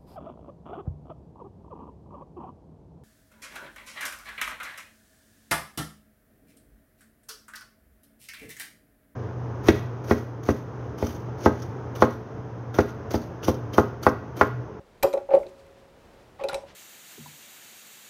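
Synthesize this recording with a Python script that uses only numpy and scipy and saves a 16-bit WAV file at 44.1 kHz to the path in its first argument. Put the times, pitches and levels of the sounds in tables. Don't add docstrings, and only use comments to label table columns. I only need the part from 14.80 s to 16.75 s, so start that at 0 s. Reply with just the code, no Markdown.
import sys
import numpy as np
from scipy import signal
from scipy.fft import rfft, irfft
from scipy.io import wavfile

SR = 44100
rng = np.random.default_rng(int(sys.argv[2]) if len(sys.argv) > 2 else 0)


def transcribe(u):
    v = np.clip(np.atleast_2d(u).T, -1, 1)
    q = np.round(v * 32767).astype(np.int16)
    wavfile.write(sys.argv[1], SR, q)


N = 85995

# [f/Hz, level/dB]
BACKGROUND_SPECTRUM = [(15, -43), (25, -6.5), (87, -4), (120, -6), (153, -9), (229, -8.5), (277, -11),
                       (427, -6), (591, -9.5), (988, -15), (1480, -19), (2160, -22.5), (16000, -43.5)]
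# [t/s, level/dB]
BACKGROUND_LEVEL = [(0, -58.5), (.18, -56), (0.798, -54), (1.1, -55.5), (1.3, -53), (1.55, -54.5),
                    (1.95, -54)]
# [t/s, level/dB, hardness/(dB per octave), stand thud level/dB, ring length factor]
SPINDLE_KNOCKS = [(.002, -42.5, 6, -51, 0.91), (.2322, -16.5, 22, -32, 0.72),
                  (.2412, -6.5, -10.5, -46, 0.77), (.3375, -11.5, -2, -66, 0.86),
                  (.3702, -19, 3, -49, 0.95), (.489, -22.5, 4, -47, 1.3), (0.5108, -16, 4, -50, 1.52),
                  (.5365, -5, 0.5, -45, 0.99), (.542, -12, -2.5, -52, 1.08), (.5674, -14, -10.5, -53, 0.89),
                  (.598, -27.5, -23.5, -41, 0.85), (.636, -32.5, -2.5, -51, 1.3),
                  (0.658, -30, -16.5, -53, 0.7), (1.594, -38.5, 30.5, -61, 1.3),
                  (1.610, -26.5, -4.5, -65, 1.37), (1.64, -17, 0, -64, 1.17),
                  (1.690, -30.5, 23.5, -53, 1.05), (1.729, -22.5, 14, -56, 0.82),
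                  (1.7455, -22, 8, -40.5, 1.2), (1.7765, -34.5, -5, -65, 1.2), (1.8353, -31, -1, -70, 0.35)]
# [f/Hz, relative level/dB, t60/s]
BODY_MODES = [(168, -31.5, 0.14), (275.3, -33.5, 0.31), (369.4, -18, 0.27), (435.7, -11, 0.097),
              (539.4, -10, 0.11), (554.6, 1.5, 0.063), (580.7, -16, 0.092), (558.1, -19.5, .3),
              (623, -18.5, 0.16), (687, -20, 0.11), (785.7, -10.5, 0.055), (825.3, -13.5, 0.12),
              (895, -26, .1), (991, -41.5, 0.5), (1131, -29.5, 0.081)]
# [f/Hz, relative level/dB]
CLUNK_SPECTRUM = [(80, -17.5), (170, -8), (310, -19), (500, -4), (820, 1.5), (1050, -12.5), (1350, -13),
                  (2500, -33), (6000, -55)]
# [delay t/s, level/dB]
NEAR_REFLECTIONS = [(.0091, -8), (.0292, -12)]
# [centre f/Hz, level/dB, t60/s]
ROOM_BANDS = [(300, -24, 0.54), (1000, -13, 0.21), (3500, -7, 0.3), (10000, -9, 0.28)]
# [t/s, low level/dB, middle level/dB, high level/dB,
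#                     f favoured by the point of contact/Hz, its emphasis/dB]
KEY_CLINKS = [(.227, -23, -32, -26.5, 11900, -22), (0.2304, -19, -19.5, -24, 12000, 11),
              (0.3293, -35.5, -38.5, -46, 6300, 16), (0.3357, -34.5, -38, -43, 8000, 5),
              (.376, -43, -46.5, -58.5, 3500, 5), (.5065, -40.5, -56.5, -62, 2635, 13),
              (.536, -31, -44, -58, 2030, -1), (.549, -32.5, -40.5, -47, 10700, 3),
              (.631, -39.5, -60, -64, 2400, -14), (0.6663, -49.5, -43.5, -65, 4300, 3),
              (0.863, -57, -64, -63, 2070, 19), (1.6373, -33.5, -34, -43.5, 2514, 17.5),
              (1.686, -28, -20.5, -40, 4255, 4), (1.6955, -37, -34, -43, 1402, 24.5),
              (1.731, -28, -41, -48, 10150, 17), (1.7435, -28, -22.5, -36.5, 8300, 8)]
CLINK_LEVEL_HZ = [2130, 4300, 11500]
# [f/Hz, relative level/dB, t60/s]
KEY_MODES = [(1403, -13.5, 0.046), (1438, -23.5, 0.13), (2017, -18, 0.073), (2275, -3.5, 0.014),
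             (2418, -8.5, .035), (2612, -15.5, 0.073), (3603, -9.5, 0.016), (3900, -8, 0.032),
             (4103, -6.5, 0.016), (5400, -16.5, .03), (6037, -12.5, 0.016), (7760, -16.5, .035),
             (8120, -11, 0.047), (10280, -9, .022), (12200, -15, 0.024), (12080, -11, 0.048)]
# [f/Hz, relative level/dB]
CRACK_SPECTRUM = [(500, 5), (1200, -4), (2500, 4), (3100, 0), (4000, -2), (7500, -0.5), (9000, -8.5),
                  (10500, 3.5), (12200, -5.5), (15500, -19)]
# [t/s, length/s, level before
# the swell/dB, centre f/Hz]
SCRAPES = [(.495, 0.09, -50, 1300), (0.523, 0.14, -66, 6000), (0.677, 0.027, -63, 3970),
           (0.766, .06, -66, 3350), (.93, 0.11, -67.5, 2050), (1.368, 0.09, -69.5, 2480),
           (1.585, 0.054, -48.5, 1240), (1.692, 0.064, -45, 1240), (1.858, 0.075, -55, 2020)]

T = np.arange(16384) / SR
HZ = np.maximum(np.fft.rfftfreq(len(T), 1 / SR), 1)
THUD_HZ, THUD_T60_S, THUD_RISE_S = 59, 0.11, 0.0017
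PIVOT_HZ = 578
BLOOM_S = 0.0042
CLUNK_DB, CLUNK_T60_S, CLUNK_RISE_S = -19, 0.09, 0.0019
HUM_HZ, HUM_DB, HUM_T60_S = 547.6, -49.5, 2.16
KEY_ROOM_DB = -6.5
ROOM_RISE_S = 0.004
FAVOUR_OCTAVES = 0.062
CONTACT_S = 0.00045
CRACK_DB, CRACK_T60_S = -3, 0.031
GRIT_PER_S, GRIT_SPREAD_DB = 9000, 3
SCRAPE_SLOPE_DB = 4.5
TOP_HZ = 15850


def amp(db):
    return 10 ** (np.asarray(db) / 20)


def unit(x):
    return x / np.sqrt(np.mean(x ** 2))


def fade(t60):
    return np.exp(-np.log(1000) * T / max(t60, 1e-2))


def rise(time_constant_s):
    return 1 - np.exp(-T / time_constant_s)


def along(points, hz):
    f, db = np.array(points, float).T
    return np.interp(np.log(hz), np.log(f), db)


def shape(x, gain):
    return irfft(rfft(x) * gain, len(x))


def noise(points, size=len(T)):
    hz = np.maximum(np.fft.rfftfreq(size, 1 / SR), 1)
    return unit(shape(rng.standard_normal(size), amp(along(points, hz))))


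def add(out, start_s, x):
    i = int(np.clip(start_s * SR, 0, N - 1))
    out[i:i + len(x)] += x[:N - i]


def background():
    level_db = np.interp(np.arange(N) / SR, *np.array(BACKGROUND_LEVEL).T)
    return noise(BACKGROUND_SPECTRUM, size=N) * amp(level_db)


def knocks():
    out, t = np.zeros(N), np.arange(N) / SR
    hz, db, t60 = np.array(BODY_MODES).T
    bloom = 1 - np.exp(-T * hz[:, None] / PIVOT_HZ / BLOOM_S)
    modes = np.sin(2 * np.pi * hz[:, None] * T) * bloom
    hum = amp(HUM_DB) * np.sin(2 * np.pi * HUM_HZ * t) * np.exp(-np.log(1000) * t / HUM_T60_S)
    clunk_envelope = amp(CLUNK_DB) * fade(CLUNK_T60_S) * rise(CLUNK_RISE_S)

    def octaves(f):
        return np.clip(np.log2(f / PIVOT_HZ), -.6, .8)

    for start, level_db, hardness, _, length in SPINDLE_KNOCKS:
        decays = np.array([fade(s * length) for s in t60])
        ring = amp(db + hardness * octaves(hz)) @ (modes * decays)
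        clunk = shape(noise(CLUNK_SPECTRUM), amp(hardness * octaves(HZ))) * clunk_envelope
        add(out, start, amp(level_db) * (ring + clunk))
        add(out, start, amp(level_db) * hum)
    return out


def thuds():
    out = np.zeros(N)
    thud = np.sin(2 * np.pi * THUD_HZ * T) * fade(THUD_T60_S) * rise(THUD_RISE_S)
    for start, _, _, thud_db, _ in SPINDLE_KNOCKS:
        add(out, start, amp(thud_db) * thud)
    return out


def workshop(x):
    tail = np.zeros(len(T))
    log_centres = np.log([row[0] for row in ROOM_BANDS])
    for share, (_, db, t60) in zip(np.eye(len(ROOM_BANDS)), ROOM_BANDS):
        envelope = fade(t60) * rise(ROOM_RISE_S)
        band_gain = np.sqrt(np.interp(np.log(HZ), log_centres, share))
        band = shape(rng.standard_normal(len(T)), band_gain)
        tail += amp(db) * band * envelope / np.sqrt(np.sum(envelope ** 2))
    return signal.fftconvolve(x, tail)[:N]


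def reflected(x):
    out = x.copy()
    for delay_s, db in NEAR_REFLECTIONS:
        add(out, delay_s, amp(db) * x)
    return out


def clinks():
    rings, cracks = np.zeros((2, N))
    hz, db, _ = np.array(KEY_MODES).T
    modes = np.array([np.exp(2j * np.pi * f * T) * fade(t60) for f, _, t60 in KEY_MODES])
    contact = rise(CONTACT_S)
    for start, low_db, middle_db, high_db, favoured_hz, emphasis_db in KEY_CLINKS:
        levels = list(zip(CLINK_LEVEL_HZ, (low_db, middle_db, high_db)))

        def colour(f):
            bell = np.exp(-(np.log2(f / favoured_hz) / FAVOUR_OCTAVES) ** 2)
            return amp(along(levels, f) + emphasis_db * bell)

        phases = np.exp(2j * np.pi * rng.random(len(hz)))
        ring = ((amp(db) * colour(hz) * phases) @ modes).imag
        crack = amp(CRACK_DB) * shape(noise(CRACK_SPECTRUM), colour(HZ)) * fade(CRACK_T60_S)
        add(rings, start, contact * ring)
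        add(cracks, start, contact * crack)
    return rings, cracks


def scrapes():
    out, size = np.zeros(N), len(T)
    for start, length, level_db, centre_hz in SCRAPES:
        hits = rng.random(size) < GRIT_PER_S / SR
        signs = rng.choice([-1, 1], size)
        grit = hits * signs * amp(GRIT_SPREAD_DB * rng.standard_normal(size))
        grit = unit(shape(grit, amp(-SCRAPE_SLOPE_DB * np.log2(HZ / centre_hz) ** 2)))
        swell = np.sin(np.pi * np.minimum(T / length, 1))
        add(out, start, amp(level_db) * grit * swell)
    return out


def scene():
    rings, cracks = clinks()
    handling = reflected(knocks()) + cracks + scrapes()
    room = workshop(handling + amp(KEY_ROOM_DB) * rings)
    return (handling + rings + room + thuds() + background())[None]


def record(dry):
    low_pass = signal.ellip(10, .2, 80, TOP_HZ, fs=SR, output="sos")
    return signal.sosfilt(low_pass, dry)


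dry = scene()
out = record(dry)
transcribe(out)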